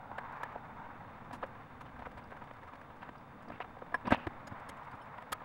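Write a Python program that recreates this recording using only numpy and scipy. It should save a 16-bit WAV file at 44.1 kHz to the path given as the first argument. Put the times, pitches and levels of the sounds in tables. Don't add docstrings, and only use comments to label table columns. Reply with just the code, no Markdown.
import sys
import numpy as np
from scipy import signal
from scipy.fft import rfft, irfft
from scipy.io import wavfile

SR = 44100
rng = np.random.default_rng(int(sys.argv[2]) if len(sys.argv) > 2 else 0)


def waveform_to_disk(signal):
    frames = np.transpose(np.atleast_2d(signal))
    scaled = np.clip(frames, -1, 1) * 32767
    samples = np.round(scaled).astype(np.int16)
    wavfile.write(sys.argv[1], SR, samples)


N = 240073
TIME, ALL_HZ = np.arange(N) / SR, np.fft.rfftfreq(N, 1 / SR)
SIZE = 4096
LAG, HZ = (np.arange(SIZE) - SIZE // 2) / SR, np.fft.rfftfreq(SIZE, 1 / SR)
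TO_10_MS = np.sqrt(.01 * SR / SIZE)

# time in seconds, spread in seconds, knock in dB, weight (low thump) and
# hardness (steel tick) in dB relative to the knock, two resonances of the spot touched in Hz.
TAPS = [(0.1175, 0.0018, -43.5, -20, -55, 810, 1060), (0.1864, 0.0034, -36.5, -35, -30, 780, 1570),
        (0.4354, 0.0022, -37, -37, -24, 1310, 1740), (0.5609, 0.002, -38.5, -16, -70.5, 720, 890),
        (1.3127, 0.0026, -45, -8, -37, 746, 1340), (1.335, 0.0041, -45, -8, -16.5, 970, 1830),
        (1.348, 0.0091, -45.5, -3, -19, 770, 1360), (1.436, 0.0045, -34, -19, -40.5, 520, 1210),
        (1.8137, 0.0043, -45, -29, -24, 990, 1190), (2.1832, 0.0061, -48, -4, -24, 584, 1070),
        (3.032, 0.0026, -44.5, -10, -31, 940, 1740), (3.0926, 0.0023, -45.5, -3.5, -34, 960, 1870),
        (3.486, 0.004, -50, 0, -38, 564, 700), (3.503, 0.003, -42, -10, -45, 593, 675),
        (3.5214, 0.0015, -50.5, -1, -30, 1650, 2340), (3.6045, 0.0011, -39, -30, -39, 1780, 1870),
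        (3.609, 0.0019, -41, -29, -39, 710, 985), (3.6464, 0.0023, -47, -22, -46, 740, 1350),
        (3.772, 0.0021, -47.5, -24, -62, 775, 1130), (3.824, 0.003, -42, -15, -64, 500, 1360),
        (3.926, 0.0023, -46.5, -15, -60, 690, 990), (3.9462, 0.0021, -33, -18, -33.5, 1004, 1665),
        (3.952, 0.0023, -38, -21, -38, 1000, 1810), (4.058, 0.005, -43, 0.5, -47, 453, 990),
        (4.076, 0.0033, -34, -12, -37, 990, 1180), (4.082, 0.002, -39, -10, -43, 610, 1100),
        (4.1091, 0.002, -34, -4, -25.5, 610, 1500), (4.117, 0.0029, -33, -9, -29, 544, 1620),
        (4.1232, 0.0015, -24.5, -12, -32.5, 718, 1514), (4.1269, 0.0019, -26.5, -12, -33.5, 560, 1560),
        (4.137, 0.0025, -48, -6, -22, 850, 2450), (4.1468, 0.00088, -35.5, -8, -27, 910, 1420),
        (4.178, 0.005, -49, 2.5, -26, 700, 1410), (4.2695, 0.0011, -43.5, -6, -23.5, 1110, 1870),
        (4.2732, 0.0025, -39, -10, -29, 684, 1950), (4.477, 0.0043, -48, -9, -16.5, 600, 1470),
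        (4.5259, 0.0046, -50, -5, -30, 1080, 1310), (4.695, 0.0028, -47.5, -4.5, -9, 556, 2070),
        (4.917, 0.0041, -54.5, -14, -18, 1110, 1500), (4.9422, .0054, -51.5, -5, -37, 1080, 1280),
        (5.1848, 0.0025, -44, -10, -33, 990, 1920), (5.225, 0.0023, -48.5, -7, -25.5, 675, 1260),
        (5.3226, 0.0017, -43.5, -5.5, -8, 950, 1290), (5.3296, 0.0024, -34, -29, -14, 1050, 1260),
        (5.333, 0.00094, -47, -13, -12, 1294, 1730), (5.421, 0.003, -47, -9, -47, 850, 1150)]
# frequency in Hz, width in Hz, boost in dB.
CASE_MODES = [(101, 29, 9), (248, 38, 18), (541, 47, 5.5), (724, 34, 8), (988, 80, 5), (1270, 87, 7),
              (1570, 50, 5), (1696, 43, 8.5), (2106, 32, 7.5), (2340, 34, 10), (2394, 43, 12),
              (2730, 50, 8), (3250, 28, 1), (3800, 45, 0)]
# frequency in Hz, relative density in dB.
THUMP_SPECTRUM = [(20, -34), (45, -7), (85, -2.5), (150, -17.5), (215, -8.5), (265, -7), (330, -2),
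                  (420, -9.5), (900, -36), (3000, -75)]
KNOCK_SPECTRUM = [(100, -60), (330, -16), (480, -5), (950, -0.5), (1400, -7), (1850, -5), (2200, -12.5),
                  (4500, -74)]
CRACK_SPECTRUM = [(600, -26), (1700, 1.5), (2100, -25), (2900, 3), (3700, -3), (4500, -14.5), (6000, -27),
                  (12000, -77)]
TICK_SPECTRUM = [(1500, -39), (3800, 3.5), (5000, 4), (6000, -2), (8000, -1.5), (10300, -5), (11500, -6.5),
                 (13300, -11), (15500, -29)]
SNAP_SPECTRUM = [(4000, -30), (7000, -4), (10200, -2), (12000, -1), (14200, -1), (15500, -6)]
# time in seconds, spread in seconds, level in dB.
CLACK_SNAP = [(5.3228, .0015, -53), (5.3285, 0.0019, -50), (5.333, 0.0015, -53)]
# time in seconds, thud level in dB,
# thud frequency in Hz, boom level in dB, boom frequency in Hz.
BUMPS = [(4.079, -44, 100, -29, 226), (4.1255, -28, 92, -17, 248.4), (4.274, -34.5, 93, -32.5, 324),
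         (4.524, -41, 118, -44, 250), (4.942, -45.5, 110, -50, 240)]
# start in seconds, level in dB, free t60 at 5 kHz in seconds, part.
RINGS = [(0.182, -51, 0.028, "bracket"), (0.432, -56, 0.051, "bracket"), (1.859, -61, 0.031, "bracket"),
         (2.174, -62, 0.033, "nut"), (2.239, -63, 0.028, "nut"), (3.178, -61.5, .03, "nut"),
         (3.484, -58.5, 0.027, "nut"), (3.9431, -20.5, 0.026, "arm"), (3.942, -51.5, 0.062, "screw"),
         (4.069, -48.5, 0.044, "nut"), (4.471, -50, 0.039, "rod"), (4.69, -55.5, 0.047, "blade"),
         (4.686, -55, 0.051, "screw"), (5.012, -58, 0.048, "bracket"), (5.017, -65, 0.076, "screw"),
         (5.326, -32.5, 0.019, "blade")]
STEEL_PARTIALS = {"screw": [(5275, 0), (8984, -8), (9170, -15), (9560, -4), (9790, -12), (10600, -12),
                  (10850, -12)], "nut": [(4774, 1), (5437, -6), (5900, -11), (8516, -10)],
                  "rod": [(4156, -9), (4800, -3), (5130, -0.5), (6810, 2), (8130, -7)], "arm": [(1000, -1),
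                  (1680, 0.5), (1860, -8), (2350, -15.5)], "bracket": [(3046, 3), (3620, -9), (4080, -16)],
                  "blade": [(3260, 5.5), (4700, -8), (7000, -2), (7900, -4), (8128, 0.5), (9280, -1),
                  (10240, 1.5), (10730, -5), (13200, -12)]}
# time in seconds, spread in seconds, knock in dB, hardness in dB
# relative to the knock, grit in dB, two resonances of the spot touched in Hz.
CATCHES = [(1.996, 0.0038, -48, -31, -58, 740, 1350), (2.0245, .003, -45.5, -46, -57, 925, 1500),
           (2.061, 0.0036, -46, -36, -49, 970, 2450), (2.067, 0.0037, -43.5, -48, -51.5, 494, 1320),
           (2.118, .003, -52, -24.5, -71, 515, 1190), (2.197, .003, -52, -38, -57, 910, 1700),
           (2.31, 0.003, -54, -23, -62, 1010, 1600), (2.324, 0.0027, -45.5, -56, -51, 1100, 1640),
           (2.371, .0035, -50.5, -28, -59, 846, 1440), (2.423, 0.0052, -45.5, -44, -54, 980, 1320),
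           (2.443, 0.0033, -56, -23, -66, 800, 1500), (2.513, 0.0023, -48, -39, -53, 626, 1210),
           (2.635, .003, -51.5, -28, -58.5, 520, 1770), (2.682, 0.0065, -50.5, -27, -66, 584, 1240),
           (2.7384, .002, -49.5, -32, -55, 684, 1100), (2.757, .003, -56.5, -19, -58, 950, 1520),
           (2.817, 0.0026, -54.5, -23, -59, 890, 1540)]
# start in seconds, length in seconds, level before the rasp
# in dB, boost of the rasp in dB, centre of the rasp in Hz.
SCRAPES = [(1.858, 0.02, -49, -7, 2700), (2.024, 0.046, -53, -8, 2700), (3.009, 0.05, -52, 0, 2500),
           (3.515, 0.059, -54, 3.5, 2200), (3.609, 0.023, -46, 3, 2400), (4.052, 0.02, -50, 8, 3800),
           (4.086, 0.027, -50.5, 9.5, 3200), (4.123, 0.03, -34.5, 5.5, 3800),
           (4.15, 0.021, -47.5, 12.5, 3100), (4.179, 0.081, -50, 2.5, 2900)]
# time in seconds, spread in seconds, tick level in dB.
GRAZES = [(0.326, .003, -76), (0.372, 0.0022, -80), (1.467, 0.004, -76), (1.862, .003, -82),
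          (2.538, .003, -80), (2.968, .003, -80), (3.428, 0.0037, -75), (4.602, 0.0041, -77),
          (4.774, .004, -75), (4.85, 0.0043, -78), (4.954, .004, -77)]
# frequency in Hz, relative density in dB.
GRIT_SPECTRUM = [(500, -19), (1000, 7), (1700, 3), (2500, -6), (3100, -15), (4200, -28), (8000, -45)]
SCRAPE_SPECTRUM = [(100, -18), (230, 8.5), (400, -1.5), (850, 7), (1500, 4), (2150, 0.5), (2700, 2),
                   (3400, -12.5), (4500, -20.5), (8000, -43), (15000, -40)]
# time in seconds, mean touches per second.
FIDGET_RATE = [(0, 3), (1.2, 3), (2.4, 14), (2.9, 4), (3.4, 5), (4.3, 5), (4.7, 12), (5.44, 10)]
# time in seconds, level in dB, lower resonance in Hz.
RUB_STROKE = [(0, -51.5, 860), (0.139, -52.5, 879.5), (0.308, -50.5, 1027), (0.471, -62, 1021),
              (.64, -55, 849), (0.851, -53.5, 919), (1.02, -76, 1000), (1.2, -85, 1000)]
# frequency in Hz, relative level in dB.
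RUMBLE_SPECTRUM = [(15, 4.5), (30, -14.5), (55, -4), (120, 2), (175, -3), (240, 0.5), (340, -10),
                   (600, -31), (2000, -77)]
HISS_SPECTRUM = [(180, -25), (300, -2), (324, -35), (367, -11), (450, -3.5), (560, -3), (697, -3.5),
                 (854, 0), (1170, -2.5), (1540, -9), (2180, -14), (3270, -26.5), (3590, -27.5),
                 (4190, -32.5), (12500, -67), (16200, -72), (22000, -120)]
AIR_SPECTRUM = [(2000, -18), (6000, -5), (12500, -9.5), (13500, -37), (14900, -30), (15300, -7),
                (16000, -10.5)]
MIDDLE_BAND = [(250, -42), (550, -6), (950, -0.5), (2000, 1.5), (2800, -6.5), (5000, -10)]
# time in seconds, gain in dB.
RUMBLE_LEVEL = [(0, -57.5), (1.0, -54.5), (2.7, -57.5), (4.55, -55.5), (5.1, -59)]
MIDDLE_SWELL = [(0, 1), (.45, 10), (.63, 3.5), (.83, 5.5), (1.05, 3.5), (2.0, 1), (3.8, 1), (4.649, 6),
                (5.44, 4)]
# frequency in Hz, width in Hz, level in dB.
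WHINES = [(141, 42, -68.5), (992, 66, -69.5), (1573, 23, -72.5), (3577, 170, -82), (4700, 220, -95.5)]


def taps():
    out = np.zeros(N)
    for s, *blow in TAPS:
        add(out, s + LAG[0], tap(*blow))
    return out


def tap(spread, knock_db, weight_db, hardness_db, *spot_hz, usual_knock_db=-37, rim_hz=2600):
    crack_db = knock_db - 6 + 0.37 * hardness_db + 0.076 * (knock_db - usual_knock_db)
    return impact(spread, knock_db + weight_db, knock_db, crack_db, knock_db + hardness_db,
                  *spot_hz, rim_hz)


def impact(spread, thump_db, knock_db, crack_db, tick_db, *spot_hz, spot_db=9, spot_width_hz=65):
    spread = max(spread, .001)
    case = 1 + sum((amp(db) - 1) * bell(HZ, hz, width) ** 2 for hz, width, db in CASE_MODES)
    case *= ripple(HZ, depth_db=2, step_hz=110.4)
    spot = 1 + sum((amp(spot_db) - 1) / (1 + 2j * (HZ - hz) / spot_width_hz) for hz in spot_hz)
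    bright_db = (tick_db - knock_db + 28) * np.log2((HZ + 1) / SR)
    thump = chatter(1.15 * spread, colour(THUMP_SPECTRUM, HZ) * case, snap=0.21)
    thump = np.roll(thump, int(.0005 * SR))
    knock = chatter(spread, colour(KNOCK_SPECTRUM, HZ) * case * amp(.2 * bright_db), snap=0.086)
    crack = chatter(spread, colour(CRACK_SPECTRUM, HZ) * case, snap=0.051)
    thump, knock, crack = (irfft(rfft(part) * spot) for part in (thump, knock, crack))
    steel = ripple(HZ, depth_db=4.5, step_hz=227.6)
    tick = chatter(spread, colour(TICK_SPECTRUM, HZ) * steel * amp(.17 * bright_db), snap=0.32)
    parts = [(thump, thump_db), (knock, knock_db), (crack, crack_db), (tick, tick_db)]
    return TO_10_MS * sum(amp(db) * unit_rms(part) for part, db in parts)


def chatter(spread, spectrum, snap):
    u = LAG / spread + 1.5 * snap
    envelope = np.exp(-abs(u / (2.4 * (1 + snap * np.sign(u)))) ** 2.3)
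    burst = rng.standard_normal(SIZE) * envelope
    for _ in range(4):
        flat = np.exp(1j * np.angle(rfft(burst)))
        burst = irfft(flat * spectrum) * np.sqrt(envelope)
    return burst


def clack_snap():
    out = np.zeros(N)
    for s, spread, db in CLACK_SNAP:
        tick = unit_rms(chatter(spread, colour(SNAP_SPECTRUM, HZ), snap=.4))
        add(out, s + LAG[0], amp(db) * TO_10_MS * tick)
    return out


def bumps(thud_s=0.0078, boom_s=0.0049):
    out = np.zeros(N)
    for (s, thud_db, thud_hz, boom_db, boom_hz), phase in zip(BUMPS, rng.random(len(BUMPS))):
        for db, hz, spread in [(thud_db, thud_hz, thud_s), (boom_db, boom_hz, boom_s)]:
            envelope = amp(db) * np.exp(-(LAG / spread) ** 2)
            add(out, s + LAG[0], envelope * np.sin(2 * np.pi * (hz * LAG + phase)))
    return out


def rings(rise_s=0.0019, buzz=0.26, buzz_hz=350):
    t = np.arange(2 * SIZE) / SR
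    rattle = unit_rms(1 + buzz * (waver(buzz_hz) + 1j * waver(buzz_hz)))
    attack = 1 - np.exp(-t / rise_s)
    ring = np.zeros(N, complex)
    for s, db, ring_s, part in RINGS:
        for hz, partial_db in STEEL_PARTIALS[part]:
            t60 = ring_s * (5000 / hz) ** 0.34
            abrupt_end = np.exp(-(t / (0.58 * t60)) ** 4)
            envelope = amp(db + partial_db - 60 * t / t60) * attack * abrupt_end
            add(ring, s, envelope * np.exp(2j * np.pi * (hz * t + rng.random())))
    return (ring * rattle).imag


def thread_catches(weight_db=-12):
    out = np.zeros(N)
    for s, spread, db, hardness_db, grit_db, *spot_hz in CATCHES:
        knock = tap(spread, db, weight_db, hardness_db, *spot_hz)
        add(out, s + LAG[0], knock + amp(grit_db) * grit(1.9 * spread))
    return out


def grit(spread, slips_per_s=900, scatter_db=4):
    slips = rng.standard_normal(SIZE) * (rng.random(SIZE) < slips_per_s / SR)
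    slips *= amp(scatter_db * rng.standard_normal(SIZE))
    clump = slips * np.exp(-(LAG / spread) ** 2)
    spectrum = colour(GRIT_SPECTRUM, HZ) * ripple(HZ, depth_db=1.5, step_hz=149)
    return TO_10_MS * unit_rms(irfft(rfft(clump) * spectrum))


def scrapes(grain_db=2.5, fade_db=5, rasp_width_hz=2200):
    out = np.zeros(N)
    friction = noise(colour(SCRAPE_SPECTRUM, ALL_HZ) * ripple(ALL_HZ, depth_db=2, step_hz=60))
    slide = unit_rms(friction * amp(grain_db * waver(240)))
    hz = np.fft.rfftfreq(4 * SIZE, 1 / SR)
    for s, length, db, rasp_db, rasp_hz in SCRAPES:
        progress = np.linspace(0, 1, int(length * SR))
        n = len(progress)
        stroke = slide[round(s * SR):][:n] * amp(db - fade_db * progress) * signal.windows.tukey(n, .3)
        rasp = amp(rasp_db * bell(hz, rasp_hz, rasp_width_hz) ** 2)
        add(out, s, irfft(rfft(stroke, 4 * SIZE) * rasp)[:n])
    return out


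def grazes(grit_db=-61):
    out = np.zeros(N)
    for s, spread, db in GRAZES:
        spectrum = colour(TICK_SPECTRUM, HZ) * ripple(HZ, depth_db=4, step_hz=199)
        tick = TO_10_MS * unit_rms(chatter(spread, spectrum, snap=.3))
        add(out, s + LAG[0], amp(db) * tick + amp(grit_db) * grit(2 * spread))
    return out


def fidgets(thump_db=-70, knock_db=-58, crack_db=-73, tick_db=-87, scatter_db=5):
    out = np.zeros(N)
    times = TIME[rng.random(N) < course(FIDGET_RATE) / SR]
    for s, (force, hardness, place) in zip(times, 2 * rng.random((len(times), 3)) - 1):
        force_db, hardness_db = scatter_db * force, scatter_db * hardness
        levels_db = thump_db, knock_db + force_db, crack_db + force_db, tick_db + hardness_db
        spot_hz = 850 + 240 * place, 1600 - 300 * place
        add(out, s + LAG[0], impact(0.0028, *levels_db, *spot_hz))
    return out


def rubbing(width_hz=370, upper_ratio=1.62, upper_db=-9, grab_db=2.5, grab_hz=45):
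    s, db, hz = np.transpose(RUB_STROKE)
    phase = 2 * np.pi * np.cumsum(np.interp(TIME, s, hz)) / SR
    band = bell(ALL_HZ, 0, width_hz) ** 3
    lower, upper = (noise(band) + 1j * noise(band) for _ in range(2))
    rub = lower * np.exp(1j * phase) + amp(upper_db) * upper * np.exp(1j * upper_ratio * phase)
    return amp(np.interp(TIME, s, db)) * unit_rms(rub.real * amp(grab_db * waver(grab_hz)))


def grip_rumble(peak_s=2.09, spread_s=0.28, hz=58, width_hz=35, level_db=-58):
    envelope = amp(level_db) * np.exp(-((TIME - peak_s) / spread_s) ** 2)
    return envelope * noise(bell(ALL_HZ, hz, width_hz) ** 2)


def room(direct, wet_db=-25, t60=0.34, dull_hz=3000):
    t = np.arange(SR // 3) / SR
    tail = rng.standard_normal(len(t)) * amp(-60 * t / t60) * (t > .005)
    wet = signal.fftconvolve(direct, tail / np.linalg.norm(tail))[:N]
    return direct + amp(wet_db) * irfft(rfft(wet) * bell(ALL_HZ, 0, 2 * dull_hz) ** 2, N)


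def background(hiss_db=-56, flutter_db=1.5, air_db=-84.5):
    rumble = amp(course(RUMBLE_LEVEL)) * noise(colour(RUMBLE_SPECTRUM, ALL_HZ))
    hiss = amp(hiss_db) * noise(colour(HISS_SPECTRUM, ALL_HZ) * ripple(ALL_HZ, depth_db=0.45, step_hz=30))
    middle = irfft(rfft(hiss) * colour(MIDDLE_BAND, ALL_HZ), N)
    swell = amp(course(MIDDLE_SWELL) + flutter_db * waver(35))
    air = amp(air_db) * noise(colour(AIR_SPECTRUM, ALL_HZ))
    whines = sum(amp(db) * noise(bell(ALL_HZ, hz, width) ** 2) for hz, width, db in WHINES)
    return rumble + hiss + (swell - 1) * middle + air + whines


def high_whine(hz=15702, line_width_hz=20, level_db=-86):
    phase = 2 * np.pi * np.cumsum(hz + line_width_hz * waver(25)) / SR
    return amp(level_db) * np.sqrt(2) * np.sin(phase)


def amp(db):
    return 10 ** (np.asarray(db) / 20)


def unit_rms(x):
    return x / np.sqrt(np.mean(abs(x) ** 2) + 1e-30)


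def course(points):
    return np.interp(TIME, *np.transpose(points))


def colour(points, hz):
    knots_hz, db = np.transpose(points)
    return amp(np.interp(np.log(hz + 1), np.log(knots_hz + 1), db))


def bell(hz, centre, width):
    return 1 / np.sqrt(1 + (2 * (hz - centre) / width) ** 2)


def ripple(hz, depth_db, step_hz):
    knots = np.linspace(0, SR / 2, int(SR / 2 / step_hz))
    return amp(depth_db * np.interp(hz, knots, rng.standard_normal(SIZE)[:len(knots)]))


def noise(gain):
    return unit_rms(irfft(rfft(rng.standard_normal(N)) * gain, N))


def waver(rate_hz):
    return noise(np.exp(-(ALL_HZ / rate_hz) ** 2))


def add(mix, s, sound):
    start = round(s * SR)
    part = mix[max(start, 0):][:len(sound) + min(start, 0)]
    part += sound[max(-start, 0):][:len(part)]


def scene():
    handling = taps() + bumps() + thread_catches() + fidgets() + grazes()
    handling += clack_snap() + rings() + scrapes()
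    return (room(handling) + rubbing() + grip_rumble() + background() + high_whine())[None]


def record(dry, cutoff_hz=15950):
    low_pass = signal.firwin(1023, cutoff_hz, window=("kaiser", 9), fs=SR)
    return signal.oaconvolve(dry, low_pass[None], "same")


dry = scene()
out = record(dry)
waveform_to_disk(out)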